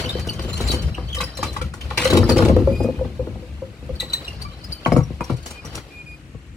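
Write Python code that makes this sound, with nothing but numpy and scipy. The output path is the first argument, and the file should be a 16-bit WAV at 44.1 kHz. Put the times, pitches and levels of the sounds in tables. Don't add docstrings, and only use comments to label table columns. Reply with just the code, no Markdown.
import sys
import numpy as np
from scipy import signal
from scipy.fft import rfft, irfft
from scipy.io import wavfile
from scipy.ndimage import uniform_filter1d, minimum_filter1d

SR = 44100
rng = np.random.default_rng(int(sys.argv[2]) if len(sys.argv) > 2 else 0)


def store_wav(level_fs):
    pcm = np.round(np.clip(np.atleast_2d(level_fs), -1, 1) * 32767)
    wavfile.write(sys.argv[1], SR, pcm.T.astype(np.int16))


N = 289296

# start in seconds, then levels in dB of the cabinet
KNOCKS = [(0.045, -25.5, -30, -22), (0.152, -22.5, -44, -22), (0.27, -45, -28.5, -21.5),
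          (0.392, -30, -24.5, -26), (0.449, -38, -42, -23), (0.603, -36, -22, -20), (0.696, -29, -29, -20),
          (0.736, -23, -21.5, -18), (0.98, -29.5, -23.5, -28), (1.177, -27.5, -36, -44),
          (1.204, -29, -13.5, -45), (1.229, -28, -25, -35), (1.389, -23.5, -26.5, -25.5),
          (1.429, -40, -10.5, -24), (1.564, -42, -15, -30.5), (1.615, -25.5, -24, -31.5),
          (1.738, -56, -26.5, -38), (1.909, -34, -16, -46), (1.978, -25, -15, -23),
          (2.003, -31, -16.5, -25), (2.022, -31, -15, -42), (2.053, -8.5, -10.5, -23),
          (2.1, -18, -20, -14.5), (2.127, -18, -13.5, -6.5), (2.137, -14, -17, -8), (2.151, -11, -10, -4.5),
          (2.173, -43, -13, -9.5), (2.199, -26, -24, -17), (2.23, -27, -17, -34), (2.293, -28, -14, -7),
          (2.307, -11.5, -16.5, -13), (2.364, -12, -19, -11.5), (2.388, -13, -13, -13),
          (2.404, -13.5, -22, -29), (2.423, -23, -11.5, -7), (2.456, -19, -21, -7.5),
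          (2.481, -14.5, -24, -13), (2.494, -18, -17, -6.5), (2.51, -26, -24, -16), (2.566, -13, -22.5, -8),
          (2.606, -44, -46, -31), (2.673, -8.5, -24, -15), (2.709, -49, -45, -17.5), (2.803, -23, -41, -13),
          (2.842, -18.5, -34, -15.5), (2.886, -15.5, -46, -19.5), (2.99, -26, -30, -29),
          (3.011, -14.5, -51, -24.5), (3.048, -40, -33, -23), (3.193, -16.5, -41, -24.5),
          (3.27, -33, -34, -23.5), (3.355, -37, -39, -28.5), (3.423, -32, -55, -53), (3.62, -22, -56, -28),
          (3.825, -45, -54, -33), (3.892, -22, -39, -27), (4.025, -31, -33, -33.5)]
# time in seconds, panel rumble in dB, string and pulley rustle in dB.
DRIVE = [(0.0, -24.5, -30), (0.33, -27, -40), (0.71, -20.5, -33), (1.0, -26.5, -44.5), (1.399, -31, -39.5),
         (1.75, -31, -51), (2.1, -26, -31), (2.45, -15.5, -36), (3.05, -30.5, -45), (3.8, -34, -48.5),
         (4.24, -32, -40), (4.58, -34, -45.5), (4.8, -39, -44), (4.991, -26, -45), (5.43, -38, -45.5),
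         (5.739, -35.5, -41), (6.081, -43.5, -51), (6.56, -34, -56)]
# frequency in Hz, relative level in dB, t60 in seconds before stretching.
PIN_MODES = [(697, 2, 0.014), (824, 2.5, 0.038), (887, -9, 0.081), (1088, 7.5, 0.026), (1220, -7, 0.083),
             (1420, 9.5, 0.021), (1866, 1.5, 0.024)]
# frequency in Hz, relative level in dB, t60 in seconds
BLOW_MODES = [(593, -38, 0.049), (715, 9, 0.017), (890, -1, 0.035), (1076, 1, 0.031), (1285, 1, 0.027),
              (1450, -36, 0.016), (1890, -8, 0.023), (2160, -14, 0.052)]
# frequency in Hz, relative level in dB.
CLACK_BANDS = [(1200, -7.5), (2200, -2), (3500, -3.5), (4800, -5.5), (12000, -62)], [(3500, 1), (5000, 2),
               (9000, -0.5), (12500, -11), (16000, -14)]


def amp(db):
    return 10 ** (np.asarray(db) / 20)


def evened(x):
    return x / np.sqrt(np.mean(x ** 2) + 1e-20)


def read(points, hz):
    f, value = np.transpose(points)
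    return np.interp(np.log(hz + 1), np.log(f + 1), value)


def add(mix, s, sound):
    part = mix[..., max(round(s * SR), 0):][..., :sound.shape[-1]]
    part += sound[..., :part.shape[-1]]


def coloured(x, spectrum):
    gain = amp(read(spectrum, np.fft.rfftfreq(len(x), 1 / SR)))
    return irfft(rfft(x) * gain, len(x))


def wander(count, hz):
    width = int(SR / hz)
    return evened(uniform_filter1d(uniform_filter1d(rng.standard_normal(count), width), width))


def ring(modes, stretch, blow_s, scatter=1, spread=0.008):
    hz, db, t60 = np.transpose(modes)
    t = np.arange(int(SR * stretch * t60.max()) + 64)[:, None] / SR
    luck = rng.standard_normal((4, len(hz)))
    share_db = db + 3 * luck[0]
    tuned = hz * (1 + 0.017 * luck[1] + spread * luck[3, 0])
    decay = amp(share_db - 60 * t / (t60 * stretch))
    tones = decay * np.sin(2 * np.pi * tuned * t + scatter * luck[2])
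    sound = tones.sum(1) * (1 - np.exp(-t[:, 0] / blow_s))
    return sound / abs(sound).max()


def slip(hz, over_db, wobble, step_db):
    turns = 2 * np.pi * np.cumsum(hz * (1 + wobble * wander(len(hz), 255))) / SR
    tone = np.sin(turns)
    for k in range(4):
        harmonic = k + 2
        if harmonic * hz.max() < SR / 2:
            tone = tone + amp(over_db - step_db * k) * np.sin(harmonic * turns)
    return tone


def running():
    runs = [(0, 2.59), (3.95, 5), (5.2, 5.85)]
    t = np.arange(N) / SR
    return uniform_filter1d(1. * sum((t >= a) & (t < b) for a, b in runs), size=4000)


def shaken():
    clatter_db, clatter_t60, idle_db = -8, 0.44, -54.5
    energy, t = np.full(N, amp(idle_db) ** 2), np.arange(SR) / SR
    for s, *_, weight_db in KNOCKS:
        add(energy, s, amp(weight_db + clatter_db - 60 * t / clatter_t60) ** 2)
    return np.sqrt(energy)


def air():
    # frequency in Hz, relative level in dB.
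    air_spectrum = [(150, -12), (300, 9.5), (600, -29), (1200, -7), (2500, -7.5), (4000, -20), (8000, -19),
                    (16000, -42)]
    return amp(-51) * evened(coloured(rng.standard_normal(N), air_spectrum))


def drive():
    # frequency in Hz, relative level in dB.
    rumble_spectrum = [(25, -49), (42, -7), (65, 6.5), (90, -4), (140, -5), (220, -13.5), (400, -73)]
    # frequency in Hz, relative level in dB.
    rustle_spectrum = [(500, 11), (900, 3.5), (1700, 1), (2800, 1.5), (4400, -1), (6500, -11), (11000, -14),
                       (16000, -23)]
    # frequency in Hz, relative level in dB, t60 in seconds before stretching.
    loose_modes = [(177, 5, 0.048), (234, 6, 0.06), (339, 1.5, 0.095), (403, -6, 0.04), (492, -2.5, 0.08),
                   (592, -13.5, 0.013), (864, -4.5, 0.027), (1263, -17.5, 0.067)]
    contact_db = -8
    s, *columns = np.transpose(DRIVE)
    rumble_db, rustle_db = (np.interp(np.arange(N) / SR, s, c) for c in columns)
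    rumble = evened(coloured(rng.standard_normal(N), rumble_spectrum) * amp(3.5 * wander(N, 25.3)))

    hail = (rng.random((6, N)) < 70 / SR) * amp(0.54 * rng.standard_normal((6, N)))
    clatter = sum(signal.oaconvolve(h, ring(loose_modes, 0.66, 0.0013))[:N] for h in hail)
    ticks = signal.oaconvolve(hail[:2].sum(0), np.exp(-np.arange(800) / 120))[:N]

    busy = .25 + .75 * running()
    grit = amp(3.2 * busy * wander(N, 37.0)) + 0.12 * busy * evened(ticks)
    rustle = coloured(rng.standard_normal(N), rustle_spectrum) * grit
    contact_modes = PIN_MODES + BLOW_MODES[-2:]
    contacts = sum(signal.oaconvolve(h ** 2, ring(contact_modes, 1.0, 0.00068, spread=0.266))[:N]
                   for h in hail)
    strings = evened(rustle) + amp(contact_db) * busy * evened(contacts)
    return amp(rumble_db) * rumble + shaken() * evened(clatter) + amp(rustle_db) * strings


def pulleys():
    # mean pitch in Hz, relative level in dB.
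    pulley_tones = [(3090, 6.5), (4050, 5.5), (4500, 10), (5050, 2.5), (5700, -8)]
    squeak_db, rustle_ref_db, slack_db = -43.5, -35, -15
    squeak_per_db = 1.15
    out, t = np.zeros(N), np.arange(N) / SR
    for hz, db in pulley_tones:
        drift = 1 + 0.0057 * wander(N, 7.8) + 0.018 * wander(N, 672)
        turns = 2 * np.pi * hz * np.cumsum(drift) / SR
        fits_db = 4 * wander(N, 18) + 5 * wander(N, 120)
        out += amp(db + fits_db) * np.sin(turns)
    s, _, rustle_db = np.transpose(DRIVE)
    above_ref_db = np.interp(t, s, rustle_db) - rustle_ref_db
    slack = 1 - running()
    return amp(squeak_db + squeak_per_db * above_ref_db + slack_db * slack) * evened(out)


def squeals():
    # start in seconds, length in seconds before the release, first and last
    # pitch in Hz, first and last level in dB, first overtone in dB against the tone, roughness from 0 to 1.
    squeal_rows = [(.455, .05, 7230, 7200, -50, -45, -40, .5), (.48, .085, 7010, 6960, -44, -47, -40, .5),
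                   (.555, .03, 7260, 7220, -39, -41, -40, .3), (.62, .075, 7250, 7190, -44, -38, -40, .45),
                   (.69, .12, 4520, 4500, -30, -42, -26, .3), (0.716, 0.13, 3060, 3040, -32, -48, -30, 0.7),
                   (1.161, 0.15, 5090, 4980, -42, -48, -26, 0.8),
                   (1.369, 0.1, 5170, 5080, -42, -45, -35, 1.0),
                   (1.39, 0.11, 4070, 4000, -55, -41, -23, 0.79),
                   (2.68, .085, 2365, 2450, -47, -41, -9, .3), (2.765, .085, 2470, 2475, -48, -47, -3, .4),
                   (2.845, .16, 2450, 2475, -46, -56, -22, .6), (5.5, .1, 2400, 2452, -53, -38, -32, .1),
                   (5.905, .11, 2425, 2442, -48, -36.5, -22, 0),
                   (6.062, .085, 2446, 2451, -41, -41, -18, 0)]
    let_go_t60 = .05
    out = np.zeros(N)
    for s, length, hz0, hz1, db0, db1, over_db, rough in squeal_rows:
        t = np.arange(0, length + let_go_t60, 1 / SR)
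        hz = np.interp(t, [0, length], (hz0, hz1))
        db = np.interp(t, [0, length], (db0, db1))
        release_db = -60 * np.maximum(t - length, 0) / let_go_t60
        flutter = amp(db + release_db + 7 * rough * wander(len(t), 70))
        unsteady_hz = hz * (1 + .012 * rough * wander(len(t), 15))
        tone = slip(unsteady_hz, over_db, .025 * rough ** 2, step_db=3.5)
        add(out, s, flutter * tone * np.minimum(t / 0.0019, 1))
    return out


def chirps():
    # nominal time in seconds, level in dB before panning,
    # mean pitch in Hz.
    chirp_rows = [(0.059, -26.5, 2980), (0.0913, -23.5, 3644), (0.102, -27, 3660), (0.288, -25.5, 2942),
                  (0.294, -25, 4480), (0.5315, -24.5, 4120), (0.57, -31, 3000), (0.606, -29, 4000),
                  (0.679, -30, 4080), (0.686, -20, 4280), (0.703, -19, 3960), (0.945, -28, 2830),
                  (1.085, -36, 3130), (1.1278, -28, 3195), (1.146, -25.5, 3110), (1.168, -28.5, 3010),
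                  (1.184, -28.5, 3900), (1.2067, -32, 4010), (1.238, -24.5, 5050), (1.352, -41, 5670),
                  (1.371, -27, 4110), (1.465, -38, 4320), (1.488, -35, 3970), (1.8102, -32, 3030),
                  (2.055, -20, 4120), (2.104, -20, 3980), (2.171, -20.5, 3820), (2.237, -28, 5160),
                  (2.293, -13.5, 4740), (2.318, -22.5, 4360), (2.38, -26, 5300), (3.9537, -39, 4460),
                  (4.0007, -15.5, 3960), (4.099, -30, 3950), (4.134, -15, 3910), (4.247, -32.5, 3940),
                  (4.279, -28, 2795), (4.416, -25.5, 4610), (4.642, -31.5, 5020), (4.722, -22.5, 4650),
                  (4.8482, -29.5, 2960), (4.9242, -35, 5200), (5.033, -40.5, 5620), (5.2403, -38, 5770),
                  (5.457, -38, 7030), (5.652, -36, 5730)]
    pan_db_per_octave, centre_hz = 3, 4000
    out, t = np.zeros((2, N)), np.arange(4000) / SR
    for s, db, hz in chirp_rows:
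        pan_db = pan_db_per_octave * np.log2(hz / centre_hz)
        held = np.exp(-(t / 0.013) ** 3)
        tail = amp(-25.5 - 60 * t / 0.032) * wander(len(t), 220) ** 2
        rasp = 1 + 0.47 * wander(len(t), 960) + 0.089 * rng.standard_normal(len(t))
        swell = 1 - np.exp(-(t / 0.0011) ** 2)
        sound = slip(hz + 0 * t, -14.5, 0.017, 6.5) * rasp * (held + tail) * swell
        add(out, s - .0008, amp(db + pan_db * np.array([[.5], [-.5]])) * sound)
    return out


def landings():
    # time of the blow in seconds, then levels in dB of the blow,
    # the boards and the lane boom, before panning.
    landing_rows = [(4.861, -2.5, -11, -33), (4.877, -36, -12, -10.5), (4.92, -6.5, -3.5, -16),
                    (4.933, -29, -11, -7.5), (4.954, -21, -11, -30), (4.964, -6, 2, -13),
                    (4.979, -21, -29, -1.5), (5.006, -23.5, -23, -11), (5.104, -34, -19.5, -25),
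                    (5.208, -13, -15, -26), (5.299, -16.5, -10.5, -26), (5.312, -23, -20, -11.5),
                    (5.336, -39, -23, -19), (5.46, -29, -31, -40), (5.509, -36, -33, -46),
                    (5.647, -28.5, -29, -33), (5.747, -28, -30, -29.5), (5.778, -26, -29.5, -30),
                    (6.034, -48, -43, -30), (6.347, -40, -28, -24.5)]
    # frequency in Hz, relative level in dB, t60 in seconds before stretching.
    board_modes = [(205, -6, 0.081), (255, -0.5, 0.075), (323.6, 3.5, 0.055), (392, -4, 0.056),
                   (467, -5, 0.078)]
    # frequency in Hz, relative level in dB, t60 in seconds before stretching.
    lane_modes = [(112, 2.4, 0.19), (126.8, 2.7, 0.24), (152.3, 4.8, 0.163)]
    rock_db = -6
    snap_db, snap_t60 = -20, .01
    lane_pan_db = 0.5
    out = np.zeros(N)
    for s, blow_db, boards_db, lane_db in landing_rows:
        add(out, s, amp(blow_db) * ring(BLOW_MODES, 0.3, 0.0006, scatter=0.15))
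        rocking = ring(BLOW_MODES, 1.6, 0.0031, scatter=3.35, spread=0.062)
        add(out, s, amp(blow_db + rock_db) * rocking)
        crack = evened(coloured(rng.standard_normal(1024), CLACK_BANDS[0]))
        snap = crack * amp(-60 * np.arange(1024) / SR / snap_t60)
        add(out, s, amp(blow_db + snap_db) * snap)
        add(out, s + 0.00239, amp(boards_db) * ring(board_modes, 0.39, 0.0089, scatter=0.26))
        add(out, s + 0.00664, amp(lane_db) * ring(lane_modes, 0.57, 0.0049, scatter=0.24))
    return out * amp([[lane_pan_db / 2], [-lane_pan_db / 2]])


def tocks():
    # start in seconds, level in dB before rise and decay, mean pitch in Hz.
    tock_rows = [(1.101, -30, 3360), (1.163, -26, 1862), (1.17, -27, 1166), (1.214, -31, 1140),
                 (1.273, -34, 1863), (1.611, -23, 1404), (4.008, -28.5, 1925), (4.121, -32.5, 2940),
                 (4.146, -29, 1840), (4.325, -41, 2760), (4.449, -26.5, 1175), (4.452, -40, 2315)]
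    t60, rise_s = 0.099, 0.0017
    out, t = np.zeros(N), np.arange(5000) / SR
    for s, db, hz in tock_rows:
        note = np.sin(2 * np.pi * hz * np.cumsum(1 + 0.014 * wander(len(t), 200)) / SR)
        add(out, s, amp(db - 60 * t / t60) * note * (1 - np.exp(-t / rise_s)))
    return out


def clacks():
    # nominal time in seconds, treble level in dB, middle level in dB, before the fade.
    clack_rows = [(0.0044, -21.5, -25), (0.039, -34, -24), (0.193, -26, -27), (0.269, -26.5, -46),
                  (0.3304, -27, -52), (0.391, -30, -24), (0.4192, -30, -50), (0.435, -32, -29),
                  (0.53, -23, -36), (0.572, -21, -43), (0.607, -22, -45), (0.6743, -18.5, -49),
                  (0.7138, -11.5, -40), (0.7394, -24, -31), (0.819, -26, -50), (1.146, -22, -41),
                  (1.2045, -17, -14.5), (1.3698, -23, -51), (1.4286, -15, -14), (1.528, -26, -46),
                  (1.5638, -26, -23.5), (1.6135, -24, -20.5), (1.737, -28.5, -44), (1.808, -29.5, -25),
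                  (1.9025, -36, -22.5), (1.9738, -9, -5), (1.993, -18, -14), (2.014, -16, -11.5),
                  (2.03, -23, -13.5), (2.0437, -11, -10.5), (2.069, -20, -15), (2.1016, -17, -17),
                  (2.1304, -13.5, -13), (2.15, -24, -13), (2.168, -13.5, -17), (2.221, -35, -37),
                  (2.286, -22, -27), (2.2936, -15.5, -16), (2.312, -34, -31), (2.365, -20.5, -18.5),
                  (2.38, -19, -19), (2.4204, -23, -19), (2.4477, -21.5, -21), (2.482, -25, -21),
                  (2.83, -31.5, -44), (4.001, -24, -43), (4.012, -36, -26), (4.13, -19.5, -43),
                  (4.246, -44, -34), (4.419, -28, -54), (4.64, -36, -52), (4.72, -37, -62),
                  (4.8653, -27, -29), (4.921, -25, -35), (4.9648, -22.5, -44), (5.2067, -33, -50),
                  (5.24, -29, -34), (5.299, -34, -30), (5.325, -36, -46), (5.365, -34.5, -50),
                  (5.425, -36, -50), (5.46, -20, -51), (5.505, -24, -50), (5.648, -27, -51),
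                  (5.75, -21, -38), (5.775, -31, -27), ]
    clack_t60 = 0.036
    rattle_db, rattle_t60 = -16, 0.13
    out, t = np.zeros(N), np.arange(8192) / SR
    for s, treble_db, middle_db in clack_rows:
        middle, treble = (evened(coloured(rng.standard_normal(len(t)), band)) for band in CLACK_BANDS)
        dying = amp(-60 * t / clack_t60) + amp(rattle_db - 60 * t / rattle_t60)
        bounces = amp(2.55 * wander(len(t), 470))
        fade = dying * bounces * (1 - np.exp(-(t / 0.0056) ** 2))
        add(out, s - .0015, (amp(treble_db) * treble + amp(middle_db) * middle) * fade)
    return out


def knocks():
    # frequency in Hz, relative level in dB, t60 in seconds
    cabinet_modes = [(512, 5, 0.125), (410, -17, 0.033), (592, -17, 0.045), (1015, -14, 0.045)]
    # frequency in Hz, relative level in dB, t60 in seconds before stretching.
    panel_modes = [(172.5, -17, 0.069), (207.3, -8.5, 0.047), (240.4, -3.5, 0.11), (279, -6.5, 0.12),
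                   (317.2, -4.5, 0.12), (377, 4.5, 0.033), (440, 0.5, 0.061), (629, -2.5, 0.041),
                   (792, -9, 0.051)]
    # frequency in Hz, relative level in dB, t60 in seconds before stretching.
    frame_modes = [(51, -20, 0.13), (63.6, 0.5, 0.092), (79.7, -6.5, 0.26), (90.2, 4.5, 0.24),
                   (106, 11, 0.23)]
    thud_db = -5
    out = np.zeros(N)
    for s, cabinet_db, pin_db, weight_db in KNOCKS:
        add(out, s, amp(cabinet_db) * ring(cabinet_modes, 0.85, 0.0028, spread=0.004))
        add(out, s, amp(pin_db) * ring(PIN_MODES, 0.79, 0.0021, spread=0.055))
        add(out, s, amp(weight_db) * ring(panel_modes, 0.92, 0.0026, spread=0.043))
        add(out, s, amp(weight_db + thud_db) * ring(frame_modes, 0.96, 0.022))
    return out


def cabinet_echo(x):
    fade = amp(-60 * np.arange(9000) / SR / 0.17)
    taps = rng.choice([-1., 1.], 9000) * (rng.random(9000) < .06) * fade
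    taps[:150] = 0
    taps = signal.lfilter(*signal.butter(1, 650, "high", fs=SR), taps)
    return signal.oaconvolve(x, taps[None] / np.linalg.norm(taps), axes=1)[:, :N]


def ports(x, size, wander_share, right_db):
    # frequency in Hz, lead in radians.
    lead_curve = [(0, 0), (800, .1), (1150, .5), (2000, 6), (2900, 7.2), (4300, 13), (5500, 25),
                  (15800, 38)]
    # frequency in Hz, left-right likeness at a wander_share of 1.
    likeness = [(60, .96), (160, .92), (600, .97), (1600, .35), (2500, .55), (4500, .5), (15000, .2)]
    # frequency in Hz, excess in dB before right_db.
    nearer = [(60, 6.5), (150, 8.5), (400, 6), (1000, 3), (2500, 0.5), (5000, 3), (12000, 1.5)]
    hz, t, z = signal.stft(x[1], SR, nperseg=512, noverlap=384)
    swing = wander_share * np.sqrt(-2 * np.log(np.clip(read(likeness, hz), .01, 1)))[:, None]
    chance = uniform_filter1d(rng.standard_normal((len(t), len(hz))), size=size[0], axis=0)
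    chance = uniform_filter1d(chance, size=size[1], axis=1)
    f, lead = np.transpose(lead_curve)
    phase = swing * evened(chance).T - np.interp(hz, f, lead)[:, None]
    z = z * np.exp(1j * phase) * amp(right_db - read(nearer, hz))[:, None]
    right = signal.istft(z, SR, nperseg=512, noverlap=384)[1][:N]
    return np.array([x[0], right]) * amp(1.0)


def scene():
    near = pulleys() + squeals() + chirps() + landings() + tocks() + clacks() + knocks()
    around = drive() + air()
    with_echo = near + amp(-5.5) * cabinet_echo(near)
    direct = ports(with_echo, size=(12, 4), wander_share=1.0, right_db=1.5)
    diffuse = ports(np.array([around, around]), size=(2, 1), wander_share=1.61, right_db=4.5)
    return direct + diffuse


def record(dry):
    thin = signal.sosfilt(signal.butter(3, 40, "high", fs=SR, output="sos"), dry)
    peak = -minimum_filter1d(-abs(thin).max(0), size=600)
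    held = thin * uniform_filter1d(np.minimum(1, .85 / peak), size=600)
    low_pass = signal.firwin(1501, 15850, window=("kaiser", 9), fs=SR)
    return signal.oaconvolve(held, low_pass[None], "same")


dry = scene()
out = record(dry)
store_wav(out)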